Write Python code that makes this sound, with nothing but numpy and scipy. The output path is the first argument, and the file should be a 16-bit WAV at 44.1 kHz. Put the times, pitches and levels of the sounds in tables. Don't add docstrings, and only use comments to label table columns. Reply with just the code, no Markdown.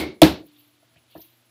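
import sys
import numpy as np
from scipy import signal
from scipy.io import wavfile
from scipy.ndimage import uniform_filter1d

SR = 44100
rng = np.random.default_rng(int(sys.argv[2]) if len(sys.argv) > 2 else 0)


def volts_from_decibels(level):
    exponent = np.asarray(level, float) / 20
    return 10 ** exponent


def to_wav(sig):
    pcm = np.clip(np.atleast_2d(sig), -1, 1) * 32767
    pcm = np.round(pcm).astype(np.int16)
    wavfile.write(sys.argv[1], SR, pcm.T)


N = 66150

# f/Hz, level/dB
AIR_COLOUR = [(24, -61), (40, -30.5), (106, -4), (194, -18), (276, -3.5), (412, -14.5), (542, -12.5),
              (3220, -15), (16000, -29)]


def rms_one(x):
    return x / np.sqrt(np.mean(x ** 2) + 1e-20)


def at_hz(points, hz):
    table_hz, values = np.transpose(points)
    return np.interp(np.log(hz), np.log(table_hz), values)


def bell(hz, centre_hz, octaves):
    return -6 * (np.log2(hz / centre_hz) / octaves) ** 2


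def drift(rate_hz):
    lead = 8820
    r = np.exp(-2 * np.pi * rate_hz / SR)
    wander = signal.lfilter([1], [1, -2 * r, r * r], rng.standard_normal(N + lead))
    return rms_one(wander[lead:])


def ring(clicks, hz, t60):
    r, w = volts_from_decibels(-60 / (t60 * SR)), 2 * np.pi * hz / SR
    return signal.lfilter([0, np.sin(w)], [1, -2 * r * np.cos(w), r * r], clicks + 1e-18)


def bands(gain):
    lead = 4410
    edges = 35 * 2 ** np.arange(0, 9.1, 1 / 3)
    white = rng.standard_normal((2, N + lead))
    out = np.zeros(N)
    for k, (low, high) in enumerate(zip(edges, edges[1:])):
        sos = signal.butter(2, [low, high], "band", fs=SR, output="sos")
        out += gain(np.sqrt(low * high)) * signal.sosfilt(sos, white[k % 2])[lead:]
    return out


def knocks():
    # t/s, body level/dB, excited centre f/Hz, width/octaves, swell scale
    contacts = [(-.065, 1, 202.8, 3.7, .9), (0.2185, 5.5, 421.8, 2.2, .9), (.828, -51.5, 600, .4, 0.88),
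                (.905, -50, 110.3, 0.42, .6), (.955, -42.5, 114.5, 0.52, 0.43), (.962, -52.5, 660, .2, 1),
                (1.1522, -34, 450, 2.3, 0.43), (1.243, -54, 316, 0.4, 0.57), (.398, -35.5, 314.6, .4, 0.2),
                (0.435, -42, 317.4, 0.86, 0.5), (0.114, -45.5, 325, 0.19, 0.2),
                (1.192, -43.5, 820, 0.46, .9)]
    # f/Hz, level/dB, t60/s, rise/s
    body = [(76, -9.5, .2, .015), (108, -17, .12, .008), (155.4, -8.5, 0.14, 0.0097),
            (180, -15.5, .12, .02), (296, -47.5, 1.2, .1), (287.4, -13, .14, 0.0058), (316, 1, .14, .012),
            (354.8, -11.5, .14, .012), (510.3, -15.5, 0.13, 0.005), (635.5, -5, .05, .0015),
            (787, -14, .05, 0.0036), (668, -4.5, 0.067, .0015), (951.7, -13, 0.083, .001),
            (860, -15.5, 0.047, .001)]
    t, out = np.arange(N) / SR, np.zeros(N)
    for s, body_db, centre_hz, octaves, swell in contacts:
        heard = (t >= s) & (t < s + .3 + (body_db + 60) / 60)
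        age = t[heard] - s
        for k, (hz, db, t60, rise) in enumerate(body):
            level = volts_from_decibels(body_db + db + bell(hz, centre_hz, octaves) - 60 * age / t60)
            swelling = 1 - np.exp(-age / (rise * swell))
            out[heard] += (-1) ** k * level * swelling * np.sin(2 * np.pi * hz * age)
    return out


def cracks():
    # t/s, level/dB, centre f/Hz, width/octaves, t60/s
    bursts = [(-.065, -8, 11600, .6, 0.14), (-.065, -18.5, 2190, 0.059, 0.31),
              (0.2174, -9, 4600, 2.6, 0.027), (0.2181, -1, 3610, 0.4, 0.016), (0.2319, 1, 3520, 0.3, 0.01),
              (.274, -40, 3970, .3, 0.022), (.957, -54.5, 2100, .35, 0.048), (.966, -53, 2733, 0.26, .08),
              (1.112, -65, 4090, .2, 0.069), (1.121, -60, 3400, .12, 0.089), (1.155, -44.5, 1740, .1, .06),
              (1.178, -55.5, 4840, .2, .04), (1.215, -60, 3730, 0.13, 0.043),
              (1.217, -51, 4870, 0.26, 0.044), (1.212, -63, 6000, 0.11, 0.18),
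              (1.214, -46, 14200, .12, 0.067), (1.244, -52, 13200, .04, .05),
              (1.155, -44.5, 1040, 0.33, 0.058), (.466, -55, 13320, 0.3, .04),
              (1.112, -58, 12840, 0.29, 0.041), (1.335, -65, 13300, 0.048, .1),
              (-.065, -14.5, 338, 0.21, 0.37), (.2200, -22, 2200, .25, .08), (.48, -66, 65, .3, .3)]
    t, out = np.arange(N) / SR, np.zeros(N)
    for s, db, centre_hz, octaves, t60 in bursts:
        edges = np.clip(centre_hz * 2 ** (octaves * np.array([-1, 1])), 20, 19000)
        sos = signal.butter(3, edges, "band", fs=SR, output="sos")
        noise = rms_one(signal.sosfilt(sos, rng.standard_normal(N)))
        attack = np.clip((t - s) * centre_hz * octaves / 2, 0, 1)
        out += noise * (t >= s) * volts_from_decibels(db - 60 * np.abs(t - s) / t60) * attack
    return out


def room():
    # t/s, level/dB, dull above f/Hz, thin below f/Hz, decay scale
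    tails = [
        (-.065, -11.5, 12000, 38, 1.054),
        (0.2176, -6.5, 15000, 40, 0.89),
        (1.153, -38.5, 1500, 70, 0.59),
    ]
    # f/Hz, t60/s
    decay = [(60, 0.35), (160, 0.3922), (320, 0.3553), (1100, 0.3244), (2900, 0.3118), (4200, 0.3324),
             (7000, 0.2472), (14000, 0.27)]
    # f/Hz, level/dB
    colour = [(65, -10.5), (110, -13), (320, -6.5), (680, -13.5), (1200, -22), (2300, -20.5), (4000, -21),
              (7000, -35), (14000, -29.5)]
    t = np.arange(N) / SR

    def gain(hz):
        level = np.zeros(N)
        for s, db, dull_hz, thin_hz, scale in tails:
            age = np.maximum(t - s, 0)
            dying = volts_from_decibels(db + 20.5 + at_hz(colour, hz) - 60 * age / (scale * at_hz(decay, hz)))
            onset = 1 - np.exp(-age / (.002 + 1.5 / hz))
            level += dying * onset / (1 + (hz / dull_hz) ** 4) / (1 + (thin_hz / hz) ** 4)
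        gate_db = -56.5 + 20 + 8 * (hz > 6000) + at_hz(AIR_COLOUR, hz)
        return level ** 4 / (level ** 3 + volts_from_decibels(gate_db) ** 3)

    return bands(gain)


def background():
    # f/Hz, level/dB, wander/dB
    hum_partials = [(119.6, -73, 1.5), (240, -83, 3), (341, -79, 0.5), (655, -86.5, 5.5)]
    # f/Hz, level/dB
    whistles = [(11025, -80), (14926, -82)]
    period_s, phase_s, on_share, off_db = .0935, .05, .62, -12
    t = np.arange(N) / SR
    out = volts_from_decibels(-66) * rms_one(bands(lambda hz: volts_from_decibels(at_hz(AIR_COLOUR, hz))))
    for hz, db, wander_db in hum_partials:
        out += np.sqrt(2) * volts_from_decibels(db + wander_db * drift(8)) * np.sin(2 * np.pi * hz * t)
    on = uniform_filter1d(1. * ((t - phase_s) / period_s % 1 < on_share), size=300)
    pulse = volts_from_decibels(off_db * (0.5 - on))
    for hz, db in whistles:
        out += pulse * np.sqrt(2) * volts_from_decibels(db + 2.0 * drift(30)) * np.sin(2 * np.pi * hz * t)
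    return out


def grains(per_s, centre_hz, octaves, cycles, spread_db):
    sizes = volts_from_decibels(spread_db * np.minimum(rng.exponential(1, N), 4)) * rng.choice([-1, 1], N)
    snaps = sizes * (rng.random(N) < per_s / SR)
    dealt = rng.integers(0, 40, N)
    pitches = np.minimum(centre_hz * 2 ** (octaves * np.linspace(-1.3, .8, num=40)), 16000)
    out = np.zeros(N)
    for k, hz in enumerate(pitches):
        t60 = cycles / hz
        ringing = ring(ring(snaps * (dealt == k), hz, t60), hz, t60 / 2)
        out += volts_from_decibels(bell(hz, centre_hz, octaves)) * rms_one(ringing)
    return rms_one(out)


def gloves():
    # t/s, crinkle level/dB, slide level/dB
    hands = [(0.3, -70, -33), (0.342, -70, -41), (0.4, -64, -52), (0.446, -71, -78.5), (0.472, -61, -59),
             (0.51, -74, -68.5), (0.61, -54.5, -62.5), (0.674, -67, -69), (0.788, -78, -74),
             (0.988, -81, -73.5), (1.058, -92, -76), (1.124, -63, -61), (1.142, -59.5, -61.5),
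             (1.224, -46.5, -61.5), (1.278, -62, -65.5), (1.438, -73, -79), (1.458, -69, -77),
             (1.5, -84, -78)]
    s, crinkle_db, slide_db = np.transpose(hands)
    t = np.arange(N) / SR
    clumps_db = 3.0 * drift(40)
    crinkle = volts_from_decibels(-4.5 + clumps_db + np.interp(t, s, crinkle_db, left=-90))
    crinkle *= grains(per_s=3500, centre_hz=13600, octaves=.3, cycles=330, spread_db=4.2)
    slide = volts_from_decibels(-0.5 + np.interp(t, s, slide_db))
    slide *= grains(per_s=4000, centre_hz=3517, octaves=0.554, cycles=60, spread_db=3.5)
    return crinkle + slide * np.clip((t - 0.439) / 0.064, 0, 1)


def scene():
    return (knocks() + cracks() + room() + background() + gloves())[None]


def top_cut(x):
    return signal.sosfilt(signal.butter(12, 16360, fs=SR, output="sos"), x)


def record(dry):
    low_hz, top_hz, knee = 65, 16100, 7.0
    x = signal.sosfilt(signal.butter(4, low_hz, "high", fs=SR, output="sos"), dry)
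    x = signal.sosfilt(signal.cheby2(10, 40, top_hz, fs=SR, output="sos"), x)
    mix = x / (1 + np.abs(x) ** knee) ** (1 / knee)
    return top_cut(mix)


dry = scene()
out = record(dry)
to_wav(out)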